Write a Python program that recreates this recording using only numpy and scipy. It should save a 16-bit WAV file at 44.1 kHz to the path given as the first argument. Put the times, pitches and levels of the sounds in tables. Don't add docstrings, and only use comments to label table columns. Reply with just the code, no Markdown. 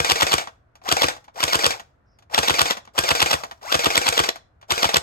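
import sys
import numpy as np
from scipy import signal
from scipy.fft import rfft, irfft
from scipy.io import wavfile
from scipy.ndimage import uniform_filter1d

SR = 44100
rng = np.random.default_rng(int(sys.argv[2]) if len(sys.argv) > 2 else 0)


def materialize(psi):
    bounded = np.clip(np.atleast_2d(psi).T, -1, 1)
    quanta = np.round(bounded * 32767).astype(np.int16)
    wavfile.write(sys.argv[1], SR, quanta)


N = 221419
TIME = np.arange(N) / SR
NFFT = 2 ** 18
FREQ = np.arange(NFFT // 2 + 1) * SR / NFFT
WIND_S = .053

# piston slams in seconds, nozzle's lead on the slam in seconds, snap level in dB,
# force of the stroke in dB, treble of the slam in dB.
SHOTS = [(.001, .02, 0, 2.5, -11), (.117, .019, 1.5, -0.5, 8), (.229, .0205, -0.5, 1, 2),
         (.338, .019, -1, 1, 4), (.923, .034, -2.5, 0, 7.5), (1.041, .022, 0.5, 0.5, -4.5),
         (1.437, .033, -7.5, -1.5, 7), (1.553, .0216, 0, -1.5, 4.5), (1.663, .021, 0.5, -1.5, 9.5),
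         (2.387, .042, 0.5, 1, 2), (2.505, .0226, 0.5, 0.5, -11.5), (2.615, .0225, 2, 0, 7.5),
         (2.988, .01, -10.5, -0.5, 7.5), (3.114, 0.025, 0, 1, -9), (3.225, .022, 0, 1.5, 4),
         (3.338, .026, 0.5, -0.5, -3), (3.751, .027, 0, 0, -4), (3.866, .022, -1.5, -.5, -11),
         (3.976, .021, 0, -2.5, 11.5), (4.087, .02, -0.5, -1.5, 8.5), (4.199, .0216, 0, 0.5, -5.5),
         (4.719, .0135, -3.5, -2.5, 4.5), (4.852, .022, 1.5, -0.5, -7), (4.967, .0244, 3, 0, 8.5)]
# frequency in Hz, relative level in dB.
SCRAPE_TONE = [(80, -30), (200, -11.5), (360, -18.5), (960, 2), (1710, -3.5), (2180, -14.5), (2580, -3),
               (2800, -3), (7520, -18), (8170, -16.5), (10460, -24), (13400, -24), (14550, -43.5),
               (15800, -45.5)]


def undb(db):
    return 10 ** (np.asarray(db) / 20)


def unit(x):
    return x / np.sqrt(np.mean(np.abs(x) ** 2))


def along(points):
    hz, value = np.transpose(points)
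    return np.interp(np.log(FREQ + 1), np.log(hz + 1), value)


def through(x, response):
    return irfft(rfft(x, NFFT) * response, NFFT)[..., :N]


def causal(tone):
    cepstrum = irfft(np.log(undb(along(tone))))
    cepstrum[1:NFFT // 2] *= 2
    cepstrum[NFFT // 2 + 1:] = 0
    return unit(np.exp(rfft(cepstrum)))


def coloured(force, tone):
    return rfft(force, NFFT) * causal(tone)


def resonances(modes):
    response = 1
    for hz, width_hz, db in modes:
        loss = 1j * FREQ * max(width_hz, 45, hz / 40)
        response = response + undb(db) * loss / (hz ** 2 - FREQ ** 2 + loss)
    return response


def flutter(size):
    return unit(uniform_filter1d(rng.standard_normal(N), size=size))


def grit(count, spread_db):
    size = undb(spread_db * rng.standard_normal((3, count)))
    return unit(rng.standard_normal((3, count)) * size)


def add(track, s, sound):
    start = max(int(s * SR), 0)
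    if s > -.005 and start < N:
        track[..., start:start + sound.shape[-1]] += sound[..., :N - start]


def blows(rows, db, rise_s, hold_s, fall_s, rattle_db, rattle_s, spread_db):
    force = np.zeros((3, N))
    t = TIME[:SR // 10]
    attack = np.minimum(t / rise_s, 1)
    impact = np.exp(-np.maximum(t - hold_s, 0) / fall_s)
    rattle = undb(rattle_db) * np.exp(-t / rattle_s)
    shape = attack * np.hypot(impact, rattle)
    soften = signal.butter(1, 4500, fs=SR)
    for s, level_db, *treble_db in rows:
        chatter = grit(len(t), spread_db) * shape
        chatter *= np.sqrt(np.sum(shape ** 2) / np.sum(chatter ** 2, axis=1, keepdims=True))
        dull = signal.lfilter(*soften, chatter)
        bright = undb(sum(treble_db)) * (chatter - dull)
        add(force, s, undb(db + level_db) * (dull + bright))
    return force


def motor():
    # motor on in seconds, spin-up in seconds, motor off in seconds,
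    # coasting time constant in seconds.
    pulls = [(-.1, .05, 0.38, .04), (.822, .095, 1.072, .045), (1.335, .095, 1.712, .04),
             (2.295, .075, 2.72, .025), (2.932, .07, 3.33, .085), (3.602, .125, 4.265, .025),
             (4.675, .07, 4.864, 0.11)]
    runs = []
    for on, spin_up, off, coast in pulls:
        climb = np.clip((TIME - on) / spin_up, 0, 1)
        runs.append(climb * np.exp(-np.maximum(TIME - off, 0) / coast))
    return np.max(runs, axis=0)


def gears(drive, caught, grind_db, grind_power, pressed_db):
    # frequency at full speed in Hz, level running free in dB,
    # level winding the spring in dB, gain while starting from rest in dB.
    mesh = [(1620, -4, -9, 8), (2490, -13, -.5, -2), (3240, -9, -16, 8), (4980, -16, -3, 3),
            (7470, -26, -11, 0)]
    slack_s, sag_per_s, recover_s = .011, 4.6, .035
    since = TIME - np.append(-1, caught)[np.searchsorted(caught, TIME)]
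    wound = np.clip(1 - (since - WIND_S - slack_s) / recover_s, 0, 1)
    sag = sag_per_s * np.clip(since - slack_s, 0, WIND_S - slack_s) * wound
    speed = drive * (1 - sag)
    load = np.minimum(since / slack_s, 1) * np.clip(1 - (since - WIND_S) / slack_s, 0, 1)
    surge = uniform_filter1d(np.gradient(drive) * SR, size=900) / 7
    load = np.maximum(load, np.clip(-surge, 0, 1) * (since < 2 * WIND_S))
    turn = np.cumsum(speed * (1 + .03 * flutter(size=22))) / SR
    starting = np.sqrt(drive) * np.clip(surge, 0, 1)
    whine = 0
    for hz, free_db, loaded_db, start_db in mesh:
        level_db = -34 + free_db + load * (loaded_db - free_db) + starting * start_db
        size = undb(level_db) * (1 + .75 * flutter(size=120))
        whine = whine + size * drive ** .7 * np.sin(2 * np.pi * hz * turn)
    whine = signal.sosfilt(signal.butter(4, 550, "high", fs=SR, output="sos"), whine)
    teeth = unit(.35 + np.exp(-(410 * turn % 1) / .25))
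    grind = undb(grind_db + pressed_db * load) * drive ** grind_power * teeth * grit(N, spread_db=6.0)
    return whine, grind


def gear_grinding(grind):
    # frequency in Hz, relative level in dB.
    grinding_tone = [(80, -32), (200, -19), (500, -2), (1570, 5.5), (1710, -7.5), (2370, -1.5),
                     (2580, -6.5), (4220, -1), (4590, -8), (4980, 3.5), (9630, -13), (10460, -25.5),
                     (11360, -8.5), (15800, -22.5)]
    return coloured(grind, grinding_tone)


def piston_slams():
    # frequency in Hz, relative level in dB.
    knock_tone = [(80, -30), (200, -10), (500, 2), (630, -8.5), (1230, 0.5), (1710, -3), (2370, 0),
                  (2580, -3), (7520, -10.5), (8870, -9.5), (9630, -17.5), (13400, -21), (14550, -30),
                  (15800, -43)]
    rows = [(slam, force_db, treble_db) for slam, _, _, force_db, treble_db in SHOTS]
    force = blows(rows, db=-13, rise_s=0.0016, hold_s=0.0018, fall_s=0.0021,
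                  rattle_db=-9, rattle_s=.0069, spread_db=5.5)
    return coloured(force, knock_tone)


def puffs(db, lag_cycles, below_hz):
    # frequency in Hz, relative level in dB.
    puff_tone = [(20, -40), (45, -11.5), (72, 1.5), (150, 3.5), (185, -13), (320, -1), (410, -26),
                 (500, -3.5), (700, -14.5), (3000, -55)]
    lag_s = .002
    push = np.zeros(N)
    for slam, _, _, force_db, _ in SHOTS:
        add(push, slam + lag_s, -undb(db + force_db) * np.ones(1))
    depth = np.minimum((FREQ + 1) / below_hz, 1)
    late = np.exp(-2j * np.pi * lag_cycles * (np.log(depth) - depth + 1))
    return through(push, causal(puff_tone) * late)


def catch_times(drive, snaps):
    return_s = .042
    rows = []
    for slam, _, _, force_db, _ in SHOTS:
        due = slam + return_s
        if np.interp(due, TIME, drive) > .75:
            winds = (s - WIND_S for s, _ in snaps if due < s < due + 2 * WIND_S)
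            rows.append((next(winds, due), force_db))
    return rows


def rack_catches(rack):
    # frequency in Hz, relative level in dB.
    clack_tone = [(80, -47), (200, -22), (420, -12), (630, -7), (810, 1.5), (960, -7), (2580, -4.5),
                  (3300, -13), (3890, -5.5), (4220, -11.5), (6380, -11), (10460, -22.5), (11360, -27.5),
                  (15800, -33.5)]
    force = blows(rack, db=-19.5, rise_s=0.0016, hold_s=0.0018, fall_s=.0061,
                  rattle_db=-6.5, rattle_s=.028, spread_db=5.5)
    return coloured(force, clack_tone)


def spring(caught, level_db, detune):
    # mean frequency in Hz, relative level in dB, time to fall by 60 dB in seconds.
    coils = [(477.5, -6.5, 0.1), (794, -12.5, .06)]
    out = np.zeros(N)
    t = TIME[:SR // 8]
    pitches = 1 + detune * rng.standard_normal((len(caught), len(coils)))
    for s, stretches in zip(caught, pitches):
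        for (hz, db, t60), stretch in zip(coils, stretches):
            decay = np.exp(-np.log(1000) * t / t60)
            add(out, s, undb(level_db + db) * decay * np.sin(2 * np.pi * hz * stretch * t))
    return out


def last_teeth(drive, snaps):
    lead_s, slow_db = .011, -11.5
    rows = [(s - lead_s, db + slow_db * (1 - np.interp(s, TIME, drive))) for s, db in snaps]
    force = blows(rows, db=-22.5, rise_s=.007, hold_s=0.0088, fall_s=0.015,
                  rattle_db=-10.5, rattle_s=.007, spread_db=1.5)
    return coloured(force, SCRAPE_TONE)


def nozzle_snaps(snaps):
    # frequency in Hz, relative level in dB.
    crack_tone = [(80, -24), (200, -10.5), (1330, -2), (2370, -4), (2580, -7), (3300, -3), (3890, -7.5),
                  (5410, -2), (5870, -7.5), (10460, -30), (11360, -19), (12340, -13), (14550, -25.5),
                  (15800, -31)]
    # frequency in Hz, least width in Hz, level over the plain contact in dB.
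    nozzle_modes = [(3500, 230, -2.5), (4000, 280, 4), (7060, 170, 1.5)]
    force = blows(snaps, db=-15, rise_s=0.00015, hold_s=.0017, fall_s=0.0024,
                  rattle_db=-24.0, rattle_s=0.025, spread_db=1.5)
    return coloured(through(force, resonances(nozzle_modes)), crack_tone)


def piston_rushes():
    flight_s = .009
    rows = [(slam - flight_s, force_db) for slam, _, _, force_db, _ in SHOTS]
    force = blows(rows, db=-15.0, rise_s=0.00035, hold_s=0.004, fall_s=0.0082,
                  rattle_db=-9.5, rattle_s=.0079, spread_db=2.5)
    return coloured(force, SCRAPE_TONE)


def settling_ticks():
    # start in seconds, level in dB, treble in dB.
    settling = [(.412, -29, 5.5), (.471, -25, -4.5), (.753, -46.5, 10), (.815, -44, -6.5), (.855, -32, -3),
                (1.163, -34.5, 1.5), (1.241, -53, 16), (1.279, -39, -12), (1.358, -34, 2), (1.795, -30, 7),
                (2.186, -55.5, 15.5), (2.222, -49, 3.5), (2.297, -42, -14.5), (2.768, -26, 6),
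                (2.85, -50, 14), (2.873, -38, -11), (3.434, -21, 3.5), (3.51, -28.5, 4), (3.612, -40, -11),
                (3.627, -39, 9), (4.356, -31.5, 9), (4.612, -53.5, 15), (4.626, -39.5, -14)]
    # frequency in Hz, relative level in dB.
    click_tone = [(80, -38.5), (200, -5), (390, -16.5), (810, 8.5), (3580, -9.5), (6930, -13),
                  (7520, -26.5), (8170, -26), (8870, -17.5), (9630, -24), (10460, -37.5), (11360, -30.5),
                  (13400, -24), (15800, -48)]
    force = blows(settling, db=0, rise_s=0.0047, hold_s=.0027, fall_s=0.0015,
                  rattle_db=-4, rattle_s=0.011, spread_db=5.5)
    return coloured(force, click_tone)


def blaster():
    # start in seconds, level in dB.
    stalls = [(2.7079, -0.5), (4.2894, 0.5)]
    # frequency in Hz, least width in Hz, level over the plain contact in dB.
    shell_modes = [(265, 8.8, -1), (353, 12, 1.5), (479.4, 26, 3), (548, 32, 3.5), (668, 35, 1.5),
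                   (760, 23, -13), (1160, 40, -3), (1470, 40, -3.5), (1894, 54, -1.5), (2960, 82, -11),
                   (3440, 290, -2), (4686, 120, -8.5), (8160, 160, -14)]
    drive = motor()
    snaps = [(slam - lead, snap_db) for slam, lead, snap_db, _, _ in SHOTS] + stalls
    rack = catch_times(drive, snaps)
    caught = np.array([s for s, _ in rack])
    whine, grind = gears(drive, caught, grind_db=-32.5, grind_power=1.54, pressed_db=1.5)
    contacts = gear_grinding(grind) + piston_slams() + rack_catches(rack)
    contacts = contacts + last_teeth(drive, snaps) + nozzle_snaps(snaps)
    contacts = contacts + piston_rushes() + settling_ticks()
    clatter = irfft(resonances(shell_modes) * contacts, NFFT)[:, :N]
    thump = puffs(db=-1, lag_cycles=0.45, below_hz=120)
    hum = spring(caught, level_db=-18.0, detune=0.033)
    return clatter[0] + whine + hum + thump, clatter[1:] + whine


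def ports(x):
    # frequency in Hz, left minus right in dB.
    balance = [(60, 4.5), (110, 4.0), (200, 2.0), (380, 6.0), (700, 4.0), (1290, 0.0), (2380, -0.5),
               (4400, 1.0), (8120, 1.0), (15000, 0.0)]
    # frequency in Hz, phase by which left leads in radians.
    lead = [(0, 0), (520, 2.0), (1210, 2.5), (2150, 5), (2410, 6.5), (3960, 10.5), (4570, 13), (7150, 20),
            (9730, 16), (10900, 14), (12200, 14), (14600, 11), (15400, 11), (16000, 11)]
    half = undb(along(balance) / 2)
    lag = np.exp(-1j * np.interp(FREQ, *np.transpose(lead)))
    return through(x, np.array([half, lag / half]) / np.sqrt((half ** 2 + half ** -2) / 2))


def yard(x, tail_db):
    # delay in seconds, level in dB.
    echoes = [(.0105, -17.5), (.0135, -14.5), (.021, -30.5), (.034, -43.5)]
    # frequency in Hz, time for the tail to fall by 60 dB in seconds.
    ring_time = [(100, 0.29), (700, 0.31), (3000, 0.29), (10000, 0.25)]
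    # frequency in Hz, level in dB.
    yard_tone = [(60, 1.5), (200, -1.5), (700, 0.5), (3000, -3.5), (8000, 0.5), (15000, -13)]
    t = TIME[:SR * 3 // 4]
    f, frames, tail = signal.stft(rng.standard_normal((2, len(t))), SR, nperseg=256)
    t60 = np.interp(f, *np.transpose(ring_time))
    fading = tail * np.exp(-np.log(1000) * frames / t60[:, None])
    tail = signal.istft(fading, SR)[1][:, :len(t)] * np.minimum(t / 0.0083, 1)
    response = undb(tail_db) * unit(tail) / np.sqrt(len(t))
    for k, (s, db) in enumerate(echoes):
        response[k % 2, int(s * SR)] += undb(db)
        response[1 - k % 2, int((s + .0003) * SR)] += undb(db)
    return through(x, rfft(response, NFFT) * undb(along(yard_tone)))


def town(db, left_db):
    # frequency in Hz, relative level per Hz in dB.
    traffic_tone = [(15, -43), (25, -18), (53, -9), (93, -6), (121, -10), (146, -16), (231, -22),
                    (293, -22.5), (515, -26), (691, -23), (811, -28.5), (1420, -28.5), (3180, -49.5),
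                    (15000, -70)]
    mid, side = through(rng.standard_normal((2, N)), undb(along(traffic_tone)))
    side = through(side, np.minimum(FREQ / 500, 1))
    sign = np.array([[1], [-1]])
    return undb(db + sign * left_db / 2) * (mid + sign * side) / np.std(mid)


def bird(s, length_s, start_hz, end_hz, db):
    u = np.clip((TIME - s) / length_s, 0, 1)
    hz = start_hz + (end_hz - start_hz) * u + 280 * flutter(size=50)
    return undb(db) * np.sin(np.pi * u) * np.sin(2 * np.pi * np.cumsum(hz) / SR)


def scene():
    gun, sides = blaster()
    shell_walls = undb(-5.5) * sides
    echoing = yard(gun, tail_db=-15)
    call = bird(s=2.05, length_s=.15, start_hz=5350, end_hz=5100, db=-71)
    return ports(gun) + shell_walls + echoing + town(db=-60.5, left_db=0.5) + call


def record(dry):
    top_hz = 16000
    cut = signal.ellip(10, .2, 80, top_hz, fs=SR, output="sos")
    return signal.sosfilt(cut, np.clip(dry, -1, 1))


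dry = scene()
out = record(dry)
materialize(out)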